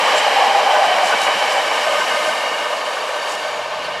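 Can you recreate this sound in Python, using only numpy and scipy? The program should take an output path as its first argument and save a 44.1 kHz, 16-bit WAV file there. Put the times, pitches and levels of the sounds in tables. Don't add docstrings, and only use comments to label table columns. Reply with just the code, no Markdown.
import sys
import numpy as np
from scipy import signal
from scipy.fft import rfft, irfft
from scipy.io import wavfile

SR = 44100
rng = np.random.default_rng(int(sys.argv[2]) if len(sys.argv) > 2 else 0)


def generate_wav(signal):
    frames = np.transpose(np.atleast_2d(signal))
    scaled = np.clip(frames, -1, 1) * 32767
    pcm = np.round(scaled).astype(np.int16)
    wavfile.write(sys.argv[1], SR, pcm)


N = 176400
TIME = np.arange(N) / SR
THUMP_RISE_S, THUMP_FADE_S = 0.01, 0.017


def rolling():
    # frequency in Hz, relative level in dB.
    rumble_tone = [(20, -41), (60, -56), (100, -19), (140, -14.5), (190, -0.5), (260, 0), (310, 7),
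                   (380, -3), (700, -4), (2000, -60)]
    roar_tone = [(200, -40), (370, -15.5), (480, 0), (830, 1), (930, 2.5), (1130, 2), (1400, -9),
                 (1650, -5), (2000, -19), (3500, -54)]
    hiss_tone = [(700, -47), (1500, 1), (1850, 2), (2030, -2), (2320, -0.5), (2570, -2.5), (3000, 2),
                 (3450, -5.5), (3900, -7), (4250, -9), (5600, -13.5), (7000, -21), (12000, -58)]
    sizzle_tone = [(2500, -23.5), (5000, 0), (7200, 0.5), (9000, -4.5), (11500, -8.5), (13000, -18),
                   (15500, -30)]
    # time in seconds, level in dB.
    rumble_level = [(0, -42), (1.2, -43), (2.3, -41.5), (3, -47), (4, -49.5)]
    roar_level = [(0, -16.5), (.3, -19.5), (1, -20), (1.5, -22), (2, -22), (2.45, -24), (2.9, -25),
                  (3.3, -25.5), (4, -27.5)]
    hiss_level = [(0, -21.5), (.3, -21.5), (.55, -23), (1.6, -24), (2.25, -25.5), (2.5, -28.5), (3.35, -30),
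                  (3.65, -31), (4, -30.5)]
    sizzle_level = [(0, -34.5), (.3, -35), (.6, -36.5), (1.4, -36), (2.3, -34.5), (2.45, -38.5),
                    (3.4, -40.5), (3.7, -46)]
    rumble = noise(rumble_tone) * amp(curve(rumble_level)) * flutter(rate_hz=14, depth_db=2)
    roar = noise(roar_tone) * amp(curve(roar_level)) * flutter(rate_hz=11.7, depth_db=0.63)
    hiss = treads(hiss_tone) * amp(curve(hiss_level))
    sizzle = treads(sizzle_tone) * amp(curve(sizzle_level))
    return rumble + roar + (hiss + sizzle) * flutter(rate_hz=10.3, depth_db=0.5)


def treads(tone):
    fade = np.pi / 2 * np.arange(N) / N
    return np.cos(fade) * steel(noise(tone)) + np.sin(fade) * steel(noise(tone))


def steel(x, fade_s=0.01, ring_db=-5):
    t = np.arange(SR // 8) / SR
    ring = rng.standard_normal(len(t)) * np.exp(-t / fade_s)
    return unit(x + amp(ring_db) * unit(irfft(rfft(x) * rfft(ring, N), N)))


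def worn_wheel(half_width_hz=50.5, low_ratio=0.87, low_db=-14, surge=0.47):
    # time in seconds, upper pitch in Hz, level in dB.
    howl_path = [(0, 831, -26), (.25, 818.4, -23), (.42, 790, -18), (.74, 800, -14.5), (.88, 741, -17),
                 (1.04, 743.6, -18.5), (1.16, 793.5, -25.5), (1.45, 794, -25), (2.6, 753, -52)]
    # frequency in Hz, relative level in dB.
    thump_tone = [(70, -55), (380, -10.5), (600, 0.5), (800, 2.5), (1100, -1), (2000, -24), (12000, -68)]
    # time in seconds, level in dB.
    thump_level = [(0, -19), (.6, -20.5), (1.42, -16.5), (1.58, -23), (1.75, -17.5), (2.4, -30), (4, -25.5)]
    hz, strikes = curve(howl_path), flat_spot()
    notes = ringing(hz, half_width_hz) + amp(low_db) * ringing(hz * low_ratio, half_width_hz)
    howl = unit(notes * (1 + surge * strikes)) * amp(curve(howl_path, column=2))
    thumps = noise(thump_tone) * strikes * amp(curve(thump_level))
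    return howl + thumps


def flat_spot(first_s=0.1143, turn_s=0.1447):
    return sum(blow(start, THUMP_RISE_S, THUMP_FADE_S) for start in np.arange(first_s, N / SR, turn_s))


def wheels(speed_m_per_s=19, track_away_m=8, sound_m_per_s=343):
    # pitch in Hz, half width in Hz, relative level in dB.
    modes = [(1790, 58, -2), (2211, 86, -1), (2860, 42, -2), (3790, 41, -11), (4570, 73, -10),
             (5420, 120, -14)]
    # time abreast of the listener in seconds, relative level in dB.
    bogies = [(-1.2, 3.5), (-.15, 4), (.85, 1.5), (1.55, -2.5)]
    # time in seconds, level in dB.
    ring_level = [(0, -26.5), (.3, -24.5), (1, -28.5), (1.3, -25.5), (2.05, -29), (2.5, -28), (3, -34.5),
                  (3.3, -30.5), (3.65, -39), (4, -34.5)]
    ring, power = np.zeros(N), np.zeros(N)
    for abreast, bogie_db in bogies:
        along = speed_m_per_s * (TIME - abreast)
        distance = np.hypot(along, track_away_m)
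        doppler = (sound_m_per_s + speed_m_per_s) / (sound_m_per_s + speed_m_per_s * along / distance)
        gain = amp(bogie_db) / distance
        ring += gain * sum(amp(db) * ringing(hz * doppler, width) for hz, width, db in modes)
        power += gain ** 2
    return unit(ring / np.sqrt(power)) * amp(curve(ring_level))


def rails(surge=0.56):
    # pitch in Hz, half width in Hz, relative level in dB.
    modes = [(611, 30.6, 0.5), (1221, 24, -7.5), (1535, 27, -6.5)]
    # time in seconds, level in dB.
    hum_level = [(0, -27.5), (.9, -23), (1.5, -26.5), (2, -22.5), (2.7, -28.5), (3.3, -29.5), (4, -31)]
    hum = sum(amp(db) * ringing(hz, width) for hz, width, db in modes)
    throb = (1 + surge * flat_spot()) * flutter(rate_hz=5.5, depth_db=2)
    return unit(hum * throb) * amp(curve(hum_level))


def clanks(rise_s=0.0032, crack_fade_s=0.0074, ring_fade_s=0.014):
    # start in seconds, crack level in dB, ring pitch in Hz, ring level in dB.
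    knocks = [(.547, -17, 800, -13), (.762, -20, 1000, -13.5), (.838, -16, 835, -14),
              (0.981, -17, 660, -17), (1.123, -16, 1490, -14.5), (1.266, -12.5, 1210, -19),
              (1.414, -20, 830, -16), (1.869, -27, 670, -17.5), (2.018, -25, 1020, -17.5),
              (2.968, -23.5, 1170, -31), (3.036, -29, 610, -20.5), (3.089, -26, 530, -22.5)]
    # frequency in Hz, relative level in dB.
    crack_tone = [(80, -53), (600, 1.5), (1600, 6), (3000, -7), (14000, -67)]
    crack, out = noise(crack_tone), np.zeros(N)
    for start, crack_db, hz, ring_db in knocks:
        ring = unit(np.sin(2 * np.pi * (hz * TIME + rng.random())))
        out += amp(crack_db) * blow(start, rise_s, crack_fade_s) * crack
        out += amp(ring_db) * blow(start, rise_s, ring_fade_s) * ring
    return out


def flanges():
    # middle in seconds, half length in seconds, hiss level in dB,
    # squeal pitch in Hz, squeal level in dB.
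    scrapes = [(0.184, 0.017, -31, 7400, -32.5), (1.077, .03, -30.5, 7200, -46),
               (1.235, 0.029, -30, 10200, -47), (1.528, 0.019, -33, 7450, -38.5),
               (3.318, 0.029, -34.5, 6900, -42), (3.85, 0.009, -48, 4480, -34)]
    # frequency in Hz, relative level in dB.
    scrape_tone = [(2000, -13.5), (4500, 4), (7500, 1), (10500, -5), (12000, -14), (13500, -20),
                   (15500, -22)]
    grit, out = flutter(rate_hz=130, depth_db=2.3), np.zeros(N)
    for middle, half, hiss_db, hz, squeal_db in scrapes:
        hiss = amp(hiss_db) * grit * steel(noise(scrape_tone))
        squeal = amp(squeal_db) * ringing(hz, half_width_hz=170)
        out += swell(middle, half) * (hiss + squeal)
    return out


def singing():
    # middle in seconds, half length in seconds, pitch in Hz, level in dB.
    notes = [(1.31, .2, 3000, -34), (1.265, 0.079, 3820, -35.5), (1.2, .55, 2290, -32),
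             (1.85, 0.35, 5400, -43), (2.15, 0.28, 1247, -32.5), (2.08, .3, 2100, -34.5),
             (2.2, 0.29, 2870, -32), (3.25, 0.29, 4590, -43.5), (3.4, 0.25, 6870, -50),
             (3.499, 0.032, 1550, -36)]
    return sum(amp(db) * swell(middle, half) * ringing(hz, half_width_hz=17.5)
               for middle, half, hz, db in notes)


def thuds():
    # start in seconds, level before the last filter in dB.
    bumps = [(.475, -34), (1.13, -31), (1.352, -34), (2.29, -34)]
    # frequency in Hz, gain in dB.
    body_tone = [(70, -59), (170, -0.5), (320, -1), (700, -24.5)]
    envelope = sum(amp(db) * blow(start, THUMP_RISE_S, fade_s=0.016) for start, db in bumps)
    return colour(noise(body_tone) * envelope, body_tone)


def station_scatter(train, fade_s=0.017):
    # frequency in Hz, gain in dB.
    wash_tone = [(60, -6), (200, -13), (380, -23.5), (2380, -23.5), (4400, -14.5), (8120, -25), (15000, -8)]
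    # time in seconds, gain in dB.
    wash_level = [(0, 5), (1.5, -2), (4, -4.5)]
    t = np.arange(SR // 3) / SR
    echoes = rng.standard_normal(len(t)) * t * np.exp(-t / fade_s)
    wash = signal.fftconvolve(train, echoes / np.linalg.norm(echoes))[:N]
    return colour(wash, wash_tone) * amp(curve(wash_level))


def breeze(apart_db=-5.5):
    # frequency in Hz, relative level in dB.
    wind_tone = [(20, -12), (60, -7), (125, 5.5), (200, 3), (500, -43), (2000, -70)]
    # time in seconds, level in dB.
    wind_level = [(0, -73), (3.2, -65), (3.6, -55.5), (4, -47)]
    shared = noise(wind_tone)
    apart = np.array([noise(wind_tone), noise(wind_tone)])
    return (shared + amp(apart_db) * apart) * amp(curve(wind_level))


def amp(db):
    return 10 ** (np.asarray(db) / 20)


def unit(x):
    return x / np.sqrt(np.mean(x ** 2) + 1e-20)


def curve(rows, column=1):
    rows = np.array(rows)
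    return np.interp(TIME, rows[:, 0], rows[:, column])


def colour(x, tone):
    hz, db = np.transpose(tone)
    log_hz = np.log(np.fft.rfftfreq(N, 1 / SR) + 1)
    return irfft(rfft(x) * amp(np.interp(log_hz, np.log(hz), db)), N)


def noise(tone):
    return unit(colour(rng.standard_normal(N), tone))


def flutter(rate_hz, depth_db):
    ratio = np.fft.rfftfreq(N, 1 / SR) / rate_hz
    wander = irfft(rfft(rng.standard_normal(N)) * ratio ** 0.5 * np.exp(-ratio ** 2), N)
    return amp(depth_db * unit(wander))


def ringing(hz, half_width_hz):
    offset = np.fft.fftfreq(N, 1 / SR) / half_width_hz
    peak = np.exp(-(offset / 5) ** 2) / (1 + offset ** 2)
    forces = rng.standard_normal(N) + 1j * rng.standard_normal(N)
    sway = np.fft.ifft(np.fft.fft(forces) * peak)
    phase = 2 * np.pi * np.cumsum(hz * np.ones(N)) / SR
    return unit((sway * np.exp(1j * phase)).real)


def blow(start, rise_s, fade_s):
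    t = TIME - start
    return np.clip(t / rise_s, 0, 1) * np.exp(-np.maximum(t - rise_s, 0) / fade_s)


def swell(middle_s, half_s):
    return np.exp(-0.5 * ((TIME - middle_s) / half_s) ** 2)


def scene():
    train = rolling() + rails() + wheels() + singing() + worn_wheel() + clanks() + thuds() + flanges()
    side = station_scatter(train)
    return np.array([train + side, train - side]) + breeze()


def record(dry):
    edge_hz = 15680
    low_pass = signal.firwin(801, edge_hz, window=("kaiser", 9), fs=SR)
    return signal.oaconvolve(dry, low_pass[None], "same")


dry = scene()
out = record(dry)
generate_wav(out)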